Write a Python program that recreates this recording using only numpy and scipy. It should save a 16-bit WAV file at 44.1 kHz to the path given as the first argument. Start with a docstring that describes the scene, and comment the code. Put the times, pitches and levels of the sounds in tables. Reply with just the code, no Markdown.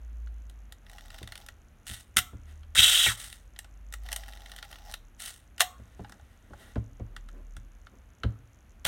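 """In a small room, a swing-lens panoramic camera is worked by hand over a bench, in faint hiss and a deep hum.
Twice the lever winds the lens drum round with ticking gears, runs back and the mechanism snaps home;
in between the shutter fires and the drum whirrs across. Then the plastic body is turned over, bumps the
bench and a setting lever clicks. Bursts of noise ring the camera shell, gears scrape it tooth by tooth,
bumps sound the bench top, and the room adds a short echo."""
import sys
import numpy as np
from scipy import signal
from scipy.fft import rfft, irfft, next_fast_len
from scipy.io import wavfile
from scipy.ndimage import uniform_filter1d

SR = 44100
rng = np.random.default_rng(int(sys.argv[2]) if len(sys.argv) > 2 else 0)


def waveform_to_disk(signal):
    """Save audio, clipped to [-1, 1], as 16-bit WAV at the path in sys.argv[1]."""
    frames = np.transpose(np.atleast_2d(signal))
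    scaled = np.clip(frames, -1, 1) * 32767
    samples = np.round(scaled).astype(np.int16)
    wavfile.write(sys.argv[1], SR, samples)


N = 391166
TIME = np.arange(N) / SR

# Levels in the tables are relative: the mix adds its own trims.
# strokes of the winding lever, grinding the gears: (start [s], held for [s], level [dB])
WINDING_STROKES = [(.9, 0.546, -61), (4.06, 0.843, -57)]


def from_db(db):
    """Turn decibels into a gain."""
    return 10 ** (np.asarray(db) / 20)


def rms_one(x):
    """Scale a sound to an average power of one."""
    return x / np.sqrt(np.mean(x ** 2) + 1e-20)


def level(rows):
    """Gain over time from rows (time, .., dB), practically silent outside them."""
    rows = np.array(rows)
    return from_db(np.interp(TIME, rows[:, 0], rows[:, -1], left=-140, right=-140))


def swells(rows, attack_s, release_s):
    """Gain of movements: each comes up 20 dB in attack_s, holds, and loses 20 dB every release_s."""
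    gain = 0
    for start_s, held_s, db in rows:
        before = np.maximum(start_s - TIME, 0)
        after = np.maximum(TIME - start_s - held_s, 0)
        gain = gain + from_db(db - 20 * (before / attack_s + after / release_s))
    return gain


def at_hz(points, hz):
    """Read a table of (Hz, value) between its points, evenly by musical pitch."""
    points = np.array(points)
    return np.interp(np.log(np.maximum(hz, 1)), np.log(points[:, 0]), points[:, 1])


def colour(x, spectrum):
    """Give a running sound a smooth balance of bass and treble."""
    size = next_fast_len(N)
    gains = from_db(at_hz(spectrum, np.fft.rfftfreq(size, 1 / SR)))
    return irfft(rfft(x, size) * gains, size)[:N]


def band(x, low_hz, high_hz, order=3):
    """Keep only the pitches between two limits."""
    return signal.sosfilt(signal.butter(order, [low_hz, high_hz], "band", fs=SR, output="sos"), x)


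def dying(t, t60):
    """Fading gain that falls 60 dB in t60 seconds."""
    return from_db(-60 * t / t60)


def drift(per_s):
    """Random wandering around zero, with per_s new values a second joined by straight lines."""
    knots = rng.standard_normal(N // 10)
    return np.interp(TIME * per_s, np.arange(len(knots)), knots)


def add(out, s, sound):
    """Mix a short sound in at time s."""
    start = int(s * SR)
    out[start:start + len(sound)] += sound[:max(N - start, 0)]


def ring(force, hz, db, t60):
    """One resonance: a unit click sets a fading sine of the given level ringing."""
    r, w = dying(1 / SR, t60), 2 * np.pi * hz / SR
    # the tiny offset keeps the filter from slowing down in silence
    return from_db(db) * signal.lfilter([0, np.sin(w)], [1, -2 * r * np.cos(w), r * r], force + 1e-18)


def air():
    """The still air of the room: steady noise with a fixed balance of bass and treble."""
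    # balance of the hiss: (frequency [Hz], relative level [dB])
    air_spectrum = [(18, -34.5), (30, -7.5), (64, 1.5), (149, -18), (233, -17), (394, -26.5), (666, -26),
                    (937, -30.5), (1390, -28.5), (2900, -35.5), (4910, -47.5), (6550, -43), (7670, -50),
                    (11400, -42.5), (16000, -56)]
    return from_db(-56 + 0.57) * rms_one(colour(rng.standard_normal(N), air_spectrum))


def hum():
    """A deep tone that glides in pitch, and its octave, which swells once."""
    # wandering hum: (time [s], pitch [Hz], level [dB])
    hum_path = [(0, 56, -43.5), (.22, 56.6, -36.5), (.66, 51.2, -48), (.8, 45.25, -55.5),
                (1.051, 36.6, -47.5), (1.5, 31.1, -59.5), (2.3, 36.6, -61), (2.75, 38.55, -49.5),
                (3.55, 46.93, -56), (4.02, 51.6, -39.5), (4.701, 43.1, -56), (4.95, 36.04, -48.5),
                (5.45, 31.4, -73), (6.699, 37, -58), (7.12, 38, -44.5), (7.55, 38.94, -44),
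                (8.0, 41.87, -63), (8.87, 39.6, -60.5)]
    # swell of the octave: (start [s], held for [s], level [dB])
    octave_swell = [(2.42, .42, -47)]
    s, hz, db = np.transpose(hum_path)
    phase = 2 * np.pi * np.cumsum(np.interp(TIME, s, hz)) / SR
    deep = level(hum_path) * np.sin(phase)
    octave = swells(octave_swell, attack_s=.3, release_s=.25) * np.sin(2 * phase)
    return np.sqrt(2) * (deep + octave)


def faint_ticking(per_s, wobble, uneven_db, db, low_hz, high_hz):
    """Tiny high ticks in the background hiss, loosely timed and of very uneven strength."""
    count = np.floor(np.cumsum(per_s * np.exp(wobble * drift(40))) / SR)
    beats = np.diff(count, prepend=0)
    ticks = beats * from_db(uneven_db * np.clip(rng.standard_normal(N), -2, 1)) + 1e-18
    return from_db(db) * rms_one(band(ticks, low_hz, high_hz, order=2))


def room(x, near_db, near_t60, far_db):
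    """Bench and hands scatter the sound almost at once; the walls answer with a faint, fading tail."""
    # how long the wall echo lasts: (frequency [Hz], time to fall 60 dB [s])
    echo_times = [(200, 0.53), (800, 0.5), (2000, 0.27), (5000, 0.3), (14000, 0.25)]
    t, edges = TIME[:SR // 2], np.geomspace(100, 18000, 9)
    near = rms_one(rng.standard_normal(len(t)) * dying(t, near_t60) * (t > .002))
    noise = rng.standard_normal(len(t))
    far = 0
    for low_hz, high_hz in zip(edges, edges[1:]):
        t60 = at_hz(echo_times, np.sqrt(low_hz * high_hz))
        far = far + band(noise, low_hz, high_hz, order=2) * dying(t, t60)
    response = from_db(near_db) * near + from_db(far_db) * rms_one(far * (t > .008))
    return signal.fftconvolve(x, response / np.sqrt(len(t)))[:N]


def shell(force):
    """The camera's shell and works: all their resonances are driven side by side by one force."""
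    # resonances: (frequency [Hz], width [Hz], level [dB])
    shell_modes = [(678.7, 35, -8), (823, 110, 3), (1474, 110, 6), (1906, 320, 9), (2840, 577, 1),
                   (3122, 480, 0), (3610, 400, 3), (5385, 2700, -4), (6754, 140, -13), (7990, 1000, -2.5),
                   (9060, 590, -0.5), (11300, 690, -4.5), (14070, 700, -15), (15500, 530, -18.5)]
    out = 0
    for hz, width_hz, db in shell_modes:
        r = np.exp(-np.pi * width_hz / SR)
        feedback = [1, -2 * r * np.cos(2 * np.pi * hz / SR), r * r]
        out = out + from_db(db) * (1 - r * r) / 2 * signal.lfilter([1, 0, -1], feedback, force)
    return out


def contacts(rows, rise_s, crack_t60, rattle_db, rattle_t60, hardness_hz, low_db, mid_db, high_db):
    """Each contact bites, cracks and leaves loose parts rattling; rows (s, middle, low, treble dB) weigh it."""
    t, out = TIME[:SR // 10], np.zeros(N)
    fading = dying(t, crack_t60) + from_db(rattle_db) * dying(t, rattle_t60)
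    force = rng.standard_normal((len(rows), len(t))) * (1 - np.exp(-t / rise_s)) * fading
    # a softer contact carries less treble
    softened = signal.sosfilt(signal.butter(1, hardness_hz, fs=SR, output="sos"), force)
    rings = shell(softened)
    starts, mids, lows, highs = np.transpose(rows)
    registers = [(540, 1100, lows + low_db), (1100, 5000, mids + mid_db), (5000, 17000, highs + high_db)]
    sounds = 0
    for low_hz, high_hz, db in registers:
        part = band(rings, low_hz, high_hz)
        # the loudest 5 ms set the level
        strongest = np.sqrt(uniform_filter1d(part ** 2, size=220, axis=1).max(axis=1))
        sounds = sounds + part * (from_db(db) / strongest)[:, None]
    for s, sound in zip(starts, sounds):
        add(out, s, sound)
    return out


def gear_train(teeth_hz, wobble, tooth_t60, uneven_db, friction_db, spectrum):
    """Teeth meet at a wavering rate, each with a scrape of its own strength, over steady friction."""
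    turns = np.cumsum(teeth_hz * np.exp(wobble * drift(60))) / SR
    tooth = turns.astype(int)
    strength = from_db(uneven_db * np.clip(rng.standard_normal(N // 10), -2, 2))[tooth]
    scrape = strength * dying((turns - tooth) / teeth_hz, tooth_t60) + from_db(friction_db)
    return rms_one(shell(colour(rng.standard_normal(N), spectrum) * scrape))


def shifts():
    """The body shifting in the palm: a dull rustle of noise that wavers in strength."""
    # moments of shifting: (start [s], held for [s], level [dB])
    shift_moves = [(6.01, 0.14, -64.5), (6.5, 0.16, -63.5), (7.03, 0.14, -64.5), (7.35, 0.054, -57),
                   (7.94, .03, -58), (8.26, 0.035, -53)]
    # balance of the rustle: (frequency [Hz], level [dB])
    rustle = [(60, -21), (200, 7.5), (400, 3.5), (800, -6.5), (1500, -11), (3000, -30), (8000, -34)]
    noise = rms_one(colour(rng.standard_normal(N), rustle))
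    return noise * from_db(2.9 * drift(29)) * swells(shift_moves, attack_s=0.057, release_s=0.051)


def rubs():
    """Skin sliding over the shell: wavering noise that excites its resonances."""
    # moments of rubbing: (start [s], held for [s], level [dB])
    rub_moves = [(2.49, 0.029, -64), (5.8, 0.36, -69), (6.22, 0.36, -71.5), (6.62, 0.074, -59)]
    # balance of the rubbing force: (frequency [Hz], level [dB])
    rub_force = [(300, 19), (750, 9.5), (1600, 7), (3500, 1), (8000, 1), (15500, -2)]
    noise = rms_one(shell(colour(rng.standard_normal(N), rub_force)))
    return noise * from_db(2 * drift(50)) * swells(rub_moves, attack_s=0.091, release_s=.15)


def taps():
    """Fingers tap the plastic and nudge the setting levers; the top cover pings under each contact."""
    # taps: (time [s], middle level [dB], low level [dB], treble level [dB])
    finger_taps = [(0.2718, -47, -69, -68), (2.6323, -46, -71, -63.5), (3.6443, -43, -51.5, -52),
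                   (6.0456, -40.5, -42, -66), (6.0948, -45.5, -53.5, -49.5), (6.121, -38.5, -48.5, -46.5),
                   (6.1958, -52, -51.5, -69), (6.5331, -49, -43, -62), (6.756, -38, -42.5, -59),
                   (7.1637, -30, -48.5, -45), (7.2866, -42.5, -71, -54), (7.5661, -38, -54.5, -45),
                   (7.8683, -40.5, -56.5, -60.5), (8.2337, -23.5, -40.5, -48)]
    # ping of the top cover: (frequency [Hz], level [dB], time to fall 60 dB [s])
    top_cover = (1680, -26, .009)
    touches = contacts(finger_taps, rise_s=0.0018, crack_t60=0.012, rattle_db=-26.5, rattle_t60=0.071,
                       hardness_hz=1400, low_db=-5.5, mid_db=-8.5, high_db=-3.5)
    return touches + ring(touches, *top_cover)


def bumps(bench_db, give_s, thud_db, thud_t60):
    """A padded blow swells into the bench resonances; the hollow body adds a short dull thud."""
    # soft bumps of hands and body: (time [s], bench level [dB], hollow thud level [dB])
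    soft_bumps = [(1.213, -37, -41.5), (1.896, -36.5, -52), (2.164, -35, -34.5), (2.332, -35, -44),
                  (2.776, -29.5, -38.5), (3.065, -29.5, -38.5), (5.797, -44, -50.5), (5.993, -34.5, -36.5),
                  (6.506, -43, -43.5), (6.76, -21.5, -28), (6.998, -30, -38), (7.56, -40.5, -62),
                  (8.242, -18.5, -30), (8.851, -30, -44)]
    # resonances of the bench top: (frequency [Hz], level [dB], time to fall 60 dB [s])
    bench_modes = [(66.63, 2.5, 0.15), (111.24, -2, 0.21), (156, -15.5, .08), (199, -11, 0.14),
                   (283.5, -17.5, 0.14), (384, -26, 0.092)]
    t, out = TIME[:SR // 2], np.zeros(N)
    swell = 1 - np.exp(-t / give_s)
    for s, blow_db, hollow_db in soft_bumps:
        # each blow excites the resonances a little differently
        strengths = from_db(rng.normal(0, 1.2, len(bench_modes)))
        bench = 0
        for strength, (hz, db, t60) in zip(strengths, bench_modes):
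            bench = bench + strength * from_db(db) * dying(t, t60) * np.sin(2 * np.pi * hz * t)
        thud = rms_one(band(rng.standard_normal(len(t)), 130, 488, order=2)) * dying(t, thud_t60)
        add(out, s, from_db(blow_db + bench_db) * swell * bench + from_db(hollow_db + thud_db) * thud)
    return out


def spinning():
    """Gears spin freely as lever or governor runs on: fast, very uneven teeth."""
    # free spins: (start [s], held for [s], level [dB])
    free_spins = [(1.872, 0.071, -41.5), (3.178, 0.084, -40.5), (3.328, 0.0091, -54.5), (5.2, 0.089, -40)]
    # balance of the tooth force: (frequency [Hz], level [dB])
    spin_force = [(300, -10), (750, -6), (1430, -4.5), (3500, -2.5), (5600, -1), (9000, 2.5), (12000, -3.5),
                  (15500, -1.5)]
    gears = gear_train(teeth_hz=294, wobble=0.48, tooth_t60=0.013, uneven_db=8.5, friction_db=-4,
                       spectrum=spin_force)
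    return from_db(-1.5) * gears * swells(free_spins, attack_s=.012, release_s=.09)


def grit(per_s, spread_db, grain_t60):
    """Tiny uneven catches between the loaded gear teeth: random short bursts of noise in the shell."""
    strength = from_db(spread_db * np.clip(rng.standard_normal(N), -2, 1.5))
    catches = (rng.random(N) < per_s / SR) * strength
    envelope = signal.lfilter([1], [1, -dying(1 / SR, grain_t60)], catches + 1e-18)
    return rms_one(shell(envelope * rng.standard_normal(N)))


def cranking():
    """The winding strokes: slow gear teeth grind with grit between them, and the thumb's push wavers."""
    # balance of the grinding force: (frequency [Hz], level [dB])
    grind_force = [(300, -3), (780, 18.5), (1430, -1.5), (3500, -4), (5600, 7.5), (9000, -9), (15500, 2)]
    grind = gear_train(teeth_hz=88, wobble=.16, tooth_t60=.02, uneven_db=2.5, friction_db=-7,
                       spectrum=grind_force)
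    winding = from_db(-0.5) * grind + from_db(-5.5) * grit(per_s=85, spread_db=8.0, grain_t60=0.0069)
    push = from_db(3 * drift(28))
    return winding * push * swells(WINDING_STROKES, attack_s=.05, release_s=0.078)


def pawl_run(count):
    """In the first stroke the pawl steps over teeth, slower and harder as the spring tightens: (s, dB)."""
    start_s, first_step_s, slowing = 1.1028, .0406, .036
    first_db, rise_db = -36.5, 1.5
    step = np.arange(count)
    gaps = first_step_s * (1 + slowing) ** step
    return list(zip(start_s + np.cumsum(gaps) - gaps, first_db + rise_db * step))


def stray_ticks(count):
    """Small gear ticks come loosely spaced through each stroke and follow its level: rows (s, dB)."""
    per_s, above_grind_db, spread_db = 24, 15, 5
    rows = []
    for start_s, held_s, db in WINDING_STROKES:
        after = (np.arange(count) + rng.random(count)) / per_s
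        peaks = db + above_grind_db + spread_db * np.clip(rng.standard_normal(count), -2, 2)
        rows += [(start_s + s, peak) for s, peak in zip(after, peaks) if s < held_s]
    return rows


def ticks():
    """Pawl, catches, release and small gear ticks: short, hard contacts that ring the shell."""
    # clear clicks: (time [s], middle level [dB], treble level [dB])
    clear_clicks = [(0.4966, -43, -52), (0.7225, -33.5, -44.5), (0.8649, -42, -64), (0.8966, -38.5, -51),
                    (0.9826, -34.5, -52.5), (1.3543, -31.5, -43), (1.3762, -35.5, -43.5),
                    (1.463, -40.5, -45.5), (1.486, -29.5, -45), (2.754, -16, -31.5), (3.5618, -38.5, -63),
                    (3.5892, -28, -33.5), (3.9245, -33.5, -41), (3.9379, -25.5, -36),
                    (4.0871, -29.5, -45.5), (4.1176, -25, -35), (4.1278, -20.5, -27),
                    (4.1613, -22.5, -27.5), (4.2344, -33.5, -56), (4.334, -36, -54), (4.3725, -37.5, -54),
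                    (4.4047, -43, -57), (4.4597, -32.5, -53), (4.5169, -31, -44), (4.5622, -32, -43),
                    (4.586, -30, -48), (4.6265, -27.5, -46), (4.7275, -32, -48.5), (4.7566, -36, -55),
                    (4.922, -38, -43.5), (4.939, -22.5, -35.5), (5.58, -32.5, -44.5), (5.5955, -28.5, -40)]
    # low and usual treble level against the middle, in dB
    low_change_db, treble_change_db = -23, -15
    small = [(s, db, db + treble_change_db) for s, db in pawl_run(count=6) + stray_ticks(count=40)]
    rows = [(s, db, db + low_change_db, treble_db) for s, db, treble_db in clear_clicks + small]
    return contacts(rows, rise_s=.0008, crack_t60=.012, rattle_db=-19.5, rattle_t60=0.049,
                    hardness_hz=14725, low_db=-2.0, mid_db=-10.5, high_db=-2.5)


def snap_contacts():
    """A sprung lever snaps against its stop: a faint lead-in, the hit and two rebounds."""
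    # snaps: (time [s], middle [dB], low [dB], treble [dB], first rebound after [s], rebound change [dB])
    lever_snaps = [(2.168, -6.5, -37.5, -15, .012, -7), (5.6047, -6.5, -24.5, -16.5, 0.0081, -9),
                   (8.850, -14.5, -33, -26, .0115, -4.5)]
    lead_in_s, lead_in_db = .004, -19
    # the second rebound comes sooner; rebounds are duller than the hit
    rebound_shrink, rebound_low_db = .52, 4
    rows = []
    for s, db, low_db, treble_db, gap_s, rebound_db in lever_snaps:
        touches = [(-lead_in_s, lead_in_db, 0), (0, 0, 0), (gap_s, rebound_db, rebound_low_db),
                   (gap_s * (1 + rebound_shrink), rebound_db, rebound_low_db)]
        for after, change, dull in touches:
            rows.append((s + after, db + change, low_db + change + dull, treble_db + change))
    return rows


def snaps():
    """The snaps ring the shell as hard, bright contacts."""
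    return contacts(snap_contacts(), rise_s=0.0022, crack_t60=0.012, rattle_db=-21.5, rattle_t60=.07,
                    hardness_hz=16200, low_db=-3, mid_db=-9.0, high_db=-1)


def panels():
    """The low push of each snap feeds the back panel, which rings on at its own slightly unsteady pitch."""
    # ringing of the back panel: (frequency [Hz], level [dB], time to fall 60 dB [s])
    back_panel = (730, -9, .2)
    hz, db, t60 = back_panel
    pushes = np.zeros(N)
    for s, mid_db, low_db, treble_db in snap_contacts():
        add(pushes, s, from_db([low_db + db]))
    swing = signal.lfilter([1], [1, -dying(1 / SR, t60)], pushes + 1e-18)
    return swing * np.sin(2 * np.pi * hz * TIME + .3 * drift(80))


def end_stop(count):
    """The drum shudders into its cushioned end stop: evenly spaced knocks that lose their low push first."""
    start_s, gap_s = 3.060, .0132
    mid_db, low_db, treble_db = -21.5, -28.5, -36.5   # first knock
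    loss_db, low_loss_db = 2.5, 11   # from knock to knock
    rows = [(start_s + k * gap_s, mid_db - k * loss_db, low_db - k * low_loss_db, treble_db)
            for k in range(count)]
    return contacts(rows, rise_s=0.004, crack_t60=0.03, rattle_db=-29, rattle_t60=0.059,
                    hardness_hz=2100, low_db=-3.0, mid_db=-7.5, high_db=-1)


def whine():
    """Rough whine of the fast gears: a narrow band of noise, rising as the drum speeds up, falling as it brakes."""
    # pitch and strength of the whine: (time [s], pitch [Hz], level [dB])
    whine_path = [(2.766, 1395, -36.5), (2.785, 2400, -26), (2.815, 3410, -31), (3.055, 3214, -27.5),
                  (3.07, 2250, -25), (3.10, 1658, -34.5), (3.12, 1351, -38), (3.14, 1256, -59)]
    s, hz, db = np.transpose(whine_path)
    phase = 2 * np.pi * np.cumsum(np.interp(TIME, s, hz)) / SR
    # faster wandering makes the band of noise wider
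    rough = drift(850) * np.sin(phase) + drift(850) * np.cos(phase)
    return level(whine_path) * rms_one(rough)


def shutter(beat_hz, wobble, swing_db):
    """Tooth after tooth drags over the escapement anchor and rings it, while the fast driving gears rasp."""
    # lens drum running against its escapement: (time [s], level [dB])
    drum_swing = [(2.75, -28.5), (2.752, -30.5), (2.804, -16), (2.814, -28), (2.82, -21.5), (2.838, -19),
                  (2.918, -23), (3.066, -23), (3.16, -45.5)]
    # resonances of the escapement anchor: (frequency [Hz], level [dB], time to fall 60 dB [s])
    anchor_modes = [(2696, -3.5, 0.025), (3080, -3.5, 0.021), (3196, 5, 0.013), (3370, -2, 0.04),
                    (3680, 0, 0.023), (3836, 2, 0.037)]
    # balance of the gear force: (frequency [Hz], level [dB])
    escapement_force = [(400, -30), (570, -12), (750, -18), (1430, -8), (1950, -9.5), (2800, -7.5),
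                        (3400, -10), (4500, -6), (5600, -4), (8000, 0.5), (9400, -2), (10300, -13.5),
                        (12000, -5), (15500, -6.5)]
    turns = np.cumsum(beat_hz * np.exp(wobble * drift(90))) / SR
    strength = from_db(3.5 * np.clip(rng.standard_normal(N // 10), -2, 1))[turns.astype(int)]
    drag = strength * np.sin(np.pi * turns) ** 4   # one smooth pulse for each tooth
    rings = sum(ring(drag * rng.standard_normal(N), *mode) for mode in anchor_modes)
    # keep only the anchor's ringing band, without low rumble
    rings = rms_one(band(rings, 1900, 4020))
    gears = gear_train(teeth_hz=316.7, wobble=0.24, tooth_t60=.014, uneven_db=1.0, friction_db=-13.5,
                       spectrum=escapement_force)
    drive = level(drum_swing)
    bite = np.sqrt(drive / drive.max())   # the anchor rings most where the drive is strongest
    return from_db(swing_db) * drive * (1.25 * bite * rings + .65 * gears)


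def whirr():
    """The drum's run across: escapement and gears, wavering in strength, with the whine on top."""
    return shutter(beat_hz=157.7, wobble=.15, swing_db=0.5) * from_db(1.5 * drift(90)) + whine()


def scene():
    """Mix the background, the hands, the camera's works and the room's echo."""
    ticking = faint_ticking(per_s=60, wobble=0.22, uneven_db=7.5, db=-76.5, low_hz=5840, high_hz=7070)
    background = air() + hum() + ticking
    hands = shifts() + rubs() + taps() + bumps(bench_db=4.5, give_s=0.011, thud_db=-0.5, thud_t60=0.085)
    works = spinning() + cranking() + ticks() + snaps() + panels() + end_stop(count=5) + whirr()
    direct = works + hands
    echo = room(direct, near_db=-12, near_t60=0.093, far_db=-17.0)
    return (direct + echo + background)[None]


def record(dry):
    """The microphone loses the deepest bass (below 30 Hz); the top is cut steeply at 16.4 kHz."""
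    thinned = signal.sosfilt(signal.butter(6, 30, "high", fs=SR, output="sos"), dry)
    return signal.sosfilt(signal.ellip(10, .2, 70, 16400, fs=SR, output="sos"), thinned)


dry = scene()
out = record(dry)
waveform_to_disk(out)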